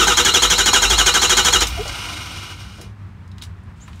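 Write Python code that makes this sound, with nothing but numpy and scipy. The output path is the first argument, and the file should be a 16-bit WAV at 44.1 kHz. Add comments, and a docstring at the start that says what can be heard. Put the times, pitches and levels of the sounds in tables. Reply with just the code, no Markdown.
"""Under a truck, one microphone close to the starter, with short echoes between frame and ground.
The electric starter cranks the diesel through 21 grinding compression strokes; it does not fire.
Each stroke slows the engine and loads the gear teeth, which ring the bell housing. The starter drops
out, the engine rocks back with two short hollow hoots, and the freed armature coasts to rest.
Farther off, a low engine drone carries on; close by come a few small clicks and a squeak."""
import sys
import numpy as np
from scipy import signal
from scipy.fft import rfft, irfft, next_fast_len
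from scipy.io import wavfile
from scipy.ndimage import map_coordinates

SR = 44100
rng = np.random.default_rng(int(sys.argv[2]) if len(sys.argv) > 2 else 0)


def generate_wav(signal):
    """Clip the signal to [-1, 1] and save it as 16-bit WAV at the path in sys.argv[1]."""
    frames = np.transpose(np.atleast_2d(signal))
    scaled = np.clip(frames, -1, 1) * 32767
    pcm = np.round(scaled).astype(np.int16)
    wavfile.write(sys.argv[1], SR, pcm)


N = 176400

# compression strokes: start_s, grind_gain_db, low_tone_gain_db, peak_speed_share, under_load_s
COMPRESSIONS = [(-.018, 0.5, 3.5, .93, .06), (.069, -1, 3, 0.95, 0.061), (.169, 1.5, 2, 0.98, 0.039),
                (0.247, 0.5, 1, 1, 0.049), (.337, 1, 1, 0.98, 0.039), (.419, 1.5, 2, 1, 0.037),
                (0.499, 1.5, -0.5, 0.98, 0.04), (.579, 1, -2, 1, 0.035), (.656, 1.5, 0, 1, 0.035),
                (.729, 1.5, 2.5, .99, 0.05), (.818, 0, 3, 0.98, 0.039), (0.898, 0.5, -1.5, 0.99, .042),
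                (.978, 1.5, 0.5, 1, 0.038), (1.059, 2, -3, 0.99, 0.035), (1.138, 1.5, 1.5, 1, 0.039),
                (1.216, 1.5, -0.5, 1, 0.037), (1.293, 1, 1, 0.99, 0.038), (1.367, 2, -0.5, 0.99, 0.035),
                (1.445, 1, -2.5, 1, 0.043), (1.525, 0.5, -1, 1, 0.041), (1.604, -1, -3, 0.96, .03)]
# gear tones, each sounding for part of a stroke: tooth_rate_multiple, gain_db, delay_s, decay_s
MESH_TONES = [(.76, -35.5, 0.0093, 0.24), (1.66, -20, .001, 0.012), (2.72, -21, 0.029, .2),
              (3.02, -16.5, 0.01, 0.038), (6.15, -13.5, 0.0087, 0.028), (5.9, -14.5, .032, 0.03),
              (9.35, -26.5, .002, 0.0092), (11.6, -20.5, 0.0056, 0.037), (12.3, -15, .003, 0.015)]
# broad response of bell housing and chassis: frequency_hz, gain_db
HOUSING_SHAPE = [(60, -40), (100, -25.5), (170, -5), (250, -2), (319, -13), (362, -8), (508, -5),
                 (590, -20.5), (861, -6.5), (1090, -10), (1160, -3), (1490, -2), (1960, -8), (2320, -6),
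                 (2580, -14), (2810, -10.5), (3180, -3), (3610, -12), (4100, -8), (4860, -13.5), (6950, -7),
                 (7560, -13), (9500, -17.5), (10400, -24.5), (12500, -22.5), (15500, -37)]
# narrow housing resonances: pitch_hz, width_hz, gain_db
HOUSING_MODES = [(367, 18, -6.5), (511.8, 45.5, 2.5), (862, 120, -5.5), (1165, 18, 8), (1311, 21, -5.5),
                 (1544, 170, -2.5), (2414, 41, -6.5), (2890, 34, -1), (3080, 17, 1), (3286, 24, -0.5),
                 (3464, 32, -0.5), (3910, 38, 7.5), (5280, 60, -9.5), (6230, 15, 0.5), (6730, 55, -1.5),
                 (7090, 30, -8.5)]
# spectrum of the scraping teeth: frequency_hz, gain_db
SCRAPE_SHAPE = [(100, -35), (2000, -10), (4700, -12.5), (5300, 0.5), (6900, -9), (7700, -7), (9500, -12),
                (10500, -17.5), (15500, -22.5)]
# spectrum of the air pumped by the cylinders: frequency_hz, gain_db
PUFF_SHAPE = [(20, -42), (35, -26), (45, -1.5), (52, 8.5), (59, -3.5), (72, -2), (97, -23), (130, -16.5),
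              (200, -50)]
# loudness of that air: time_s, level_db
PUFF_LEVELS = [(0, -30), (.38, -34.5), (.48, -25.5), (.72, -35.5), (.92, -24), (1.04, -27), (1.14, -33),
               (1.5, -26.5), (1.78, -27), (1.95, -38.5), (2.5, -53), (3, -66)]
# spectrum of the brushes on the coasting armature: frequency_hz, gain_db
BRUSH_SHAPE = [(150, -9), (250, -1.5), (400, -15.5), (520, -10.5), (600, -12.5), (700, -10), (1010, -4.5),
               (1100, -9), (1430, 1), (1730, -15.5), (2090, -6), (2400, -1.5), (2600, -9), (2850, -0.5),
               (3400, -7.5), (4800, -10.5), (5300, -8.5), (6000, -11), (7500, -20.5), (9000, -15),
               (10400, -27.5), (12400, -24.5), (15500, -37)]
# loudness of the brushes: time_s, level_db
BRUSH_LEVELS = [(1.62, -60), (1.66, -32), (1.83, -33), (1.9, -30.5), (2.08, -30.3), (2.25, -33.5),
                (2.42, -35.5), (2.5, -35.5), (2.55, -42), (2.585, -43), (2.605, -38.5), (2.645, -44.5),
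                (2.715, -44), (2.78, -47), (2.85, -50), (2.93, -70), (3, -110)]
# hoots as the engine rocks back: start_s, length_s, pitch_hz, rise_share, level_db
ROCK_BACK_HOOTS = [(1.769, 0.044, 650, 0.12, -26.5), (1.786, 0.042, 400, 0.098, -21.5)]
# one thin squeak: start_s, length_s, pitch_hz, rise_share, level_db
THIN_SQUEAK = (3.803, .048, 6150, .2, -45)
# small metal clicks and knocks: start_s, level_db, centre_hz, width_octaves, decay_s
METAL_CLICKS = [(1.619, -16.5, 1280, 1.8, 0.015), (1.67, -21, 5540, 0.94, 0.0096),
                (1.679, -36, 14000, .25, 0.013), (1.853, -28.5, 590, 0.36, 0.021),
                (1.879, -26.5, 4960, 0.65, 0.0081), (2.785, -41, 430, 0.83, 0.049),
                (2.813, -37, 4000, 2, 0.01), (3.278, -52, 6000, .7, .003), (3.316, -44, 4460, 0.59, 0.0026),
                (3.383, -32.5, 2700, 0.67, 0.0021), (3.415, -38, 3550, 0.28, 0.012),
                (3.422, -31.5, 3470, 1.4, 0.0065), (3.436, -36.5, 3300, 1.7, 0.0072),
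                (3.449, -44, 6000, 1, 0.0055), (3.634, -61, 8850, 0.36, .005),
                (3.879, -40, 1100, 1.19, 0.012), (3.93, -46, 2680, 0.63, 0.0094),
                (3.958, -53, 6000, 1, .004), (3.994, -51, 5000, 1, .005)]
# the engine farther off: time_s, pitch_hz, gain_db (on top of DRONE_DB)
DRONE_COURSE = [(1.9, 85.5, -46), (1.97, 93.2, -40), (2.69, 94.7, -34), (2.83, 106, -35.5),
                (3.09, 95.7, -27), (3.17, 86.6, -53), (3.27, 92.7, -28.5), (3.68, 94.0, -32.5),
                (3.83, 85.3, -40.5), (4.0, 95.1, -35)]
# spectrum of the open air: frequency_hz, gain_db
AIR_SHAPE = [(15, -51), (30, -22.5), (45, -14.5), (62, -7.5), (96, -4.5), (133, -15), (204, -14.5),
             (260, -28), (360, -31), (500, -37.5), (750, -36), (1020, -32), (1400, -34), (2000, -38),
             (3200, -47), (6000, -56.5), (9000, -61), (10500, -65.5), (15500, -69.5)]
# spectrum of a faint shuffling: frequency_hz, gain_db
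SHUFFLE_SHAPE = [(200, -9), (800, -15), (3000, -3.5), (5000, -11.5), (7300, -11), (10000, -20),
                 (15500, -29.5)]
# loudness of the shuffling: time_s, level_db
SHUFFLE_LEVELS = [(3.72, -84), (3.8, -56), (3.9, -57), (4, -57)]

MESH_HZ, SPEED_SAG = 564.9, 0.155  # tooth rate at full speed; share of speed lost in a stroke
ATTACK_S, RELEASE_S = 0.0055, 0.0092  # rise and fall of the tooth load
DROP_OUT_S, DROP_FADE_S = 1.635, 0.016  # the pinion leaves the ring gear
TEETH_DB, TOOTH_JITTER_S, TOOTH_SCATTER_DB = -21.5, 0.00005, 4
GRIND_DB, SCRAPE_DB, SCRAPE_DECAY_S = -19, -20, 0.02
SLACK_DB, SCRAPE_SLACK_DB = -10, -14.5  # load left between strokes
RING_DB, TONE_RING_DB = -22.5, -8  # housing rung by the teeth and by the gear tones
WHINE_RATIO, WHINE_DB = 7.8, -23  # pitch as a multiple of the tooth rate
COAST_TURN_HZ, COAST_STOP_S, RUB_SWING_DB = 42.45, 2.85, 1.5
DRONE_DB, AIR_DB = -3.5, -37.5
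ECHO_T60_S, ECHO_DB = 0.12, -5.5
LOW_CUT_HZ, TOP_HZ = 36, 15750


def grinding_gears(teeth):
    """Teeth strike and grind, ringing the housing; the first contact of a stroke scrapes brightest."""
    force = np.hypot(tooth_load(), amp(SLACK_DB) * engaged())
    strike_s = np.interp(np.arange(1, int(teeth[-1])), teeth, clock())
    jitter, scatter = rng.standard_normal((len(strike_s), 2)).T
    index = np.clip(np.round((strike_s + TOOTH_JITTER_S * jitter) * SR).astype(int), 0, N - 1)
    blows = np.bincount(index, amp(TOOTH_SCATTER_DB * scatter), N)
    grind = amp(GRIND_DB) * unit(rng.standard_normal(N))
    drive = force * (amp(TEETH_DB) * unit(blows - blows.mean()) + grind)
    body = drive.std() * unit(coloured(drive, HOUSING_SHAPE))
    ring = amp(RING_DB) * np.sqrt(np.mean(force ** 2)) * unit(filtered(drive, housing_response))
    scrape_force = np.hypot(tooth_load(decay=SCRAPE_DECAY_S), amp(SCRAPE_SLACK_DB) * engaged())
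    return body + ring + amp(SCRAPE_DB) * scrape_force * noise(SCRAPE_SHAPE)


def gear_tones(teeth):
    """Rough tones of the loaded gears fall as the engine slows, swelling across the housing's modes."""
    tones = np.zeros(N)
    for multiple, db, delay, decay in MESH_TONES:
        level = amp(db + 3.5 * wobble(200)) * tooth_load(delay, decay, low_tone=multiple < 4)
        tones += level * np.sin(2 * np.pi * multiple * teeth + 0.45 * wobble(380))
    return tones + amp(TONE_RING_DB) * filtered(tones, housing_response)


def crank_speed():
    """Each compression slows the engine until the load lets go; it springs back for the next."""
    knots = []
    for start, _, _, speed, hold in COMPRESSIONS:
        knots.append((start + 0.006, speed))  # fastest just after the teeth load up
        knots.append((start + hold - 0.0032, speed * (1 - SPEED_SAG)))
    return curves(knots)[0]


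def tooth_load(delay=0, decay=np.inf, low_tone=False):
    """Force on the teeth rises, holds and lets go in each stroke; low tones have their own gains."""
    force = np.zeros(N)
    lead_s = 0.0014  # the teeth touch just before the compression bites
    for start, grind_db, low_tone_db, _, hold in COMPRESSIONS:
        span = slice(max(int((start - lead_s) * SR), 0), int(start * SR) + SR // 6)
        t = clock()[span] - start
        rise = np.sin(np.pi / 2 * np.clip((t + lead_s - delay) / ATTACK_S, 0, 1)) ** 2
        fall = np.exp(-np.maximum(t - hold, 0) / RELEASE_S - np.maximum(t - delay, 0) / decay)
        force[span] += amp(low_tone_db if low_tone else grind_db) * rise * fall
    return force * engaged()


def engaged():
    """1 while the starter drives the engine, then fading."""
    return np.exp(-np.maximum(clock() - DROP_OUT_S, 0) / DROP_FADE_S)


def housing_response(hz):
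    """The bell housing's narrow modes add up with alternating signs."""
    return sum((-1) ** k * amp(db) * 1j * hz * width / (pitch ** 2 - hz ** 2 + 1j * hz * width)
               for k, (pitch, width, db) in enumerate(HOUSING_MODES))


def armature_whine(teeth):
    """The armature sings on between the strokes, rising as the load lets go."""
    level = amp(WHINE_DB + 1.8 * wobble(150)) * engaged()
    return level * np.sin(2 * np.pi * WHINE_RATIO * teeth + 0.87 * wobble(450))


def armature_coast():
    """The freed armature rubs on its brushes, the rub swelling once a turn, ever slower."""
    level_db, = curves(BRUSH_LEVELS)
    turn_hz = COAST_TURN_HZ * np.clip((COAST_STOP_S - clock()) / (COAST_STOP_S - DROP_OUT_S), 0, 1)
    swing_db = RUB_SWING_DB * np.sin(2 * np.pi * np.cumsum(turn_hz) / SR) + 0.76 * wobble(250)
    return amp(level_db + swing_db) * noise(BRUSH_SHAPE)


def cylinder_puffs():
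    """Low throb of the air that the cylinders pump."""
    level_db, = curves(PUFF_LEVELS)
    air = noise(PUFF_SHAPE)
    steadied = air / np.abs(signal.hilbert(air)) ** 0.53
    return amp(level_db) * unit(steadied)


def chirp(start, length, hz, rise, db, blur_rad):
    """A hoot or squeak: a short, rough rising tone that swells and fades."""
    progress = np.clip((clock() - start) / length, 0, 1)
    phase = 2 * np.pi * np.cumsum(hz * (1 + rise * np.sin(progress * np.pi / 2))) / SR
    return amp(db) * np.sin(np.pi * progress) * np.sin(phase + blur_rad * wobble(hz / 5))


def metal_clicks():
    """Each contact is a short burst of noise in its own band."""
    out, t = np.zeros(N + SR), np.arange(SR // 5) / SR
    hz = np.fft.rfftfreq(len(t), 1 / SR) + 1
    treble_cut = 1 / np.sqrt(1 + (hz / 10000) ** 4)
    for start, db, centre, octaves, decay in METAL_CLICKS:
        band = treble_cut / (1 + (np.log2(hz / centre) / octaves) ** 2) ** 1.24
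        burst = unit(irfft(rfft(rng.standard_normal(len(t))) * band, len(t)))
        out[round(start * SR):][:len(t)] += amp(db) * burst * np.exp(-t / decay)
    return out[:N]


def underside(x):
    """Dense short echoes between frame and ground reach the microphone after the direct sound."""
    t = np.arange(SR // 4) / SR
    tail = rng.standard_normal(len(t)) * amp(-60 * t / ECHO_T60_S) * (t > 0.002)
    return x + amp(ECHO_DB) * signal.fftconvolve(x, tail / np.linalg.norm(tail))[:N]


def engine_drone():
    """An engine farther off hums on one low, wavering tone."""
    hz, db = curves(DRONE_COURSE)
    level = amp(DRONE_DB + db + 1.8 * wobble(22))
    return level * np.sin(2 * np.pi * np.cumsum(hz) / SR + 0.29 * wobble(20))


def yard():
    """Open air rumbles around the truck, with a faint shuffle at the end."""
    air = amp(AIR_DB + 0.91 * wobble(22)) * noise(AIR_SHAPE)
    shuffle_db, = curves(SHUFFLE_LEVELS)
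    return air + amp(shuffle_db + 2 * wobble(110)) * noise(SHUFFLE_SHAPE)


def amp(db):
    """Decibels to gain."""
    return 10 ** (np.asarray(db) / 20)


def unit(x):
    """Scale to rms 1."""
    return x / np.sqrt(np.mean(x ** 2) + 1e-20)


def clock():
    """Time of each sample."""
    return np.arange(N) / SR


def curves(rows):
    """One value per sample for each column after the time."""
    times, *columns = np.transpose(rows)
    return [np.interp(clock(), times, column) for column in columns]


def wobble(rate):
    """A smooth random curve, rate knots a second."""
    return map_coordinates(rng.standard_normal(int(N * rate / SR) + 4), [np.arange(N) * rate / SR])


def filtered(x, response):
    """x through a complex frequency response."""
    size = 2 * next_fast_len(N // 2 + SR // 4)
    return irfft(rfft(x, size) * response(np.fft.rfftfreq(size, 1 / SR)), size)[:N]


def shape_gain(hz, shape):
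    """Gain of a (frequency_hz, gain_db) shape along log frequency."""
    knots_hz, db = np.transpose(shape)
    return amp(np.interp(np.log(hz + 1), np.log(knots_hz + 1), db))


def coloured(x, shape):
    """x through a causal, minimum-phase filter of the given shape."""
    def response(hz):
        cepstrum = irfft(np.log(shape_gain(hz, shape)))
        half = len(cepstrum) // 2
        cepstrum[1:half] *= 2
        cepstrum[half + 1:] = 0
        return np.exp(rfft(cepstrum))
    return filtered(x, response)


def noise(shape):
    """Coloured noise of rms 1."""
    return unit(filtered(rng.standard_normal(N), lambda hz: shape_gain(hz, shape)))


def scene():
    """Starter, clicks and squeak echo under the truck; hoots, puffs and background arrive direct."""
    teeth = np.cumsum(MESH_HZ * crank_speed()) / SR  # count of teeth meshed so far
    starter = grinding_gears(teeth) + gear_tones(teeth) + armature_whine(teeth) + armature_coast()
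    small_sounds = metal_clicks() + chirp(*THIN_SQUEAK, blur_rad=0.8)
    hoots = sum(chirp(*row, blur_rad=0.9) for row in ROCK_BACK_HOOTS)
    return (underside(starter + small_sounds) + hoots + cylinder_puffs() + engine_drone() + yard())[None]


def record(dry):
    """One microphone channel: peaks round off softly; the deepest bass and highest treble are cut."""
    rounded = dry[0] / (1 + np.abs(dry[0]) ** 4) ** (1 / 4)
    def passband(hz):
        return 1 / (1 + (hz / TOP_HZ) ** 300) / np.sqrt(1 + (LOW_CUT_HZ / (hz + 1)) ** 8)
    return filtered(rounded, passband)[None]


dry = scene()
out = record(dry)
generate_wav(out)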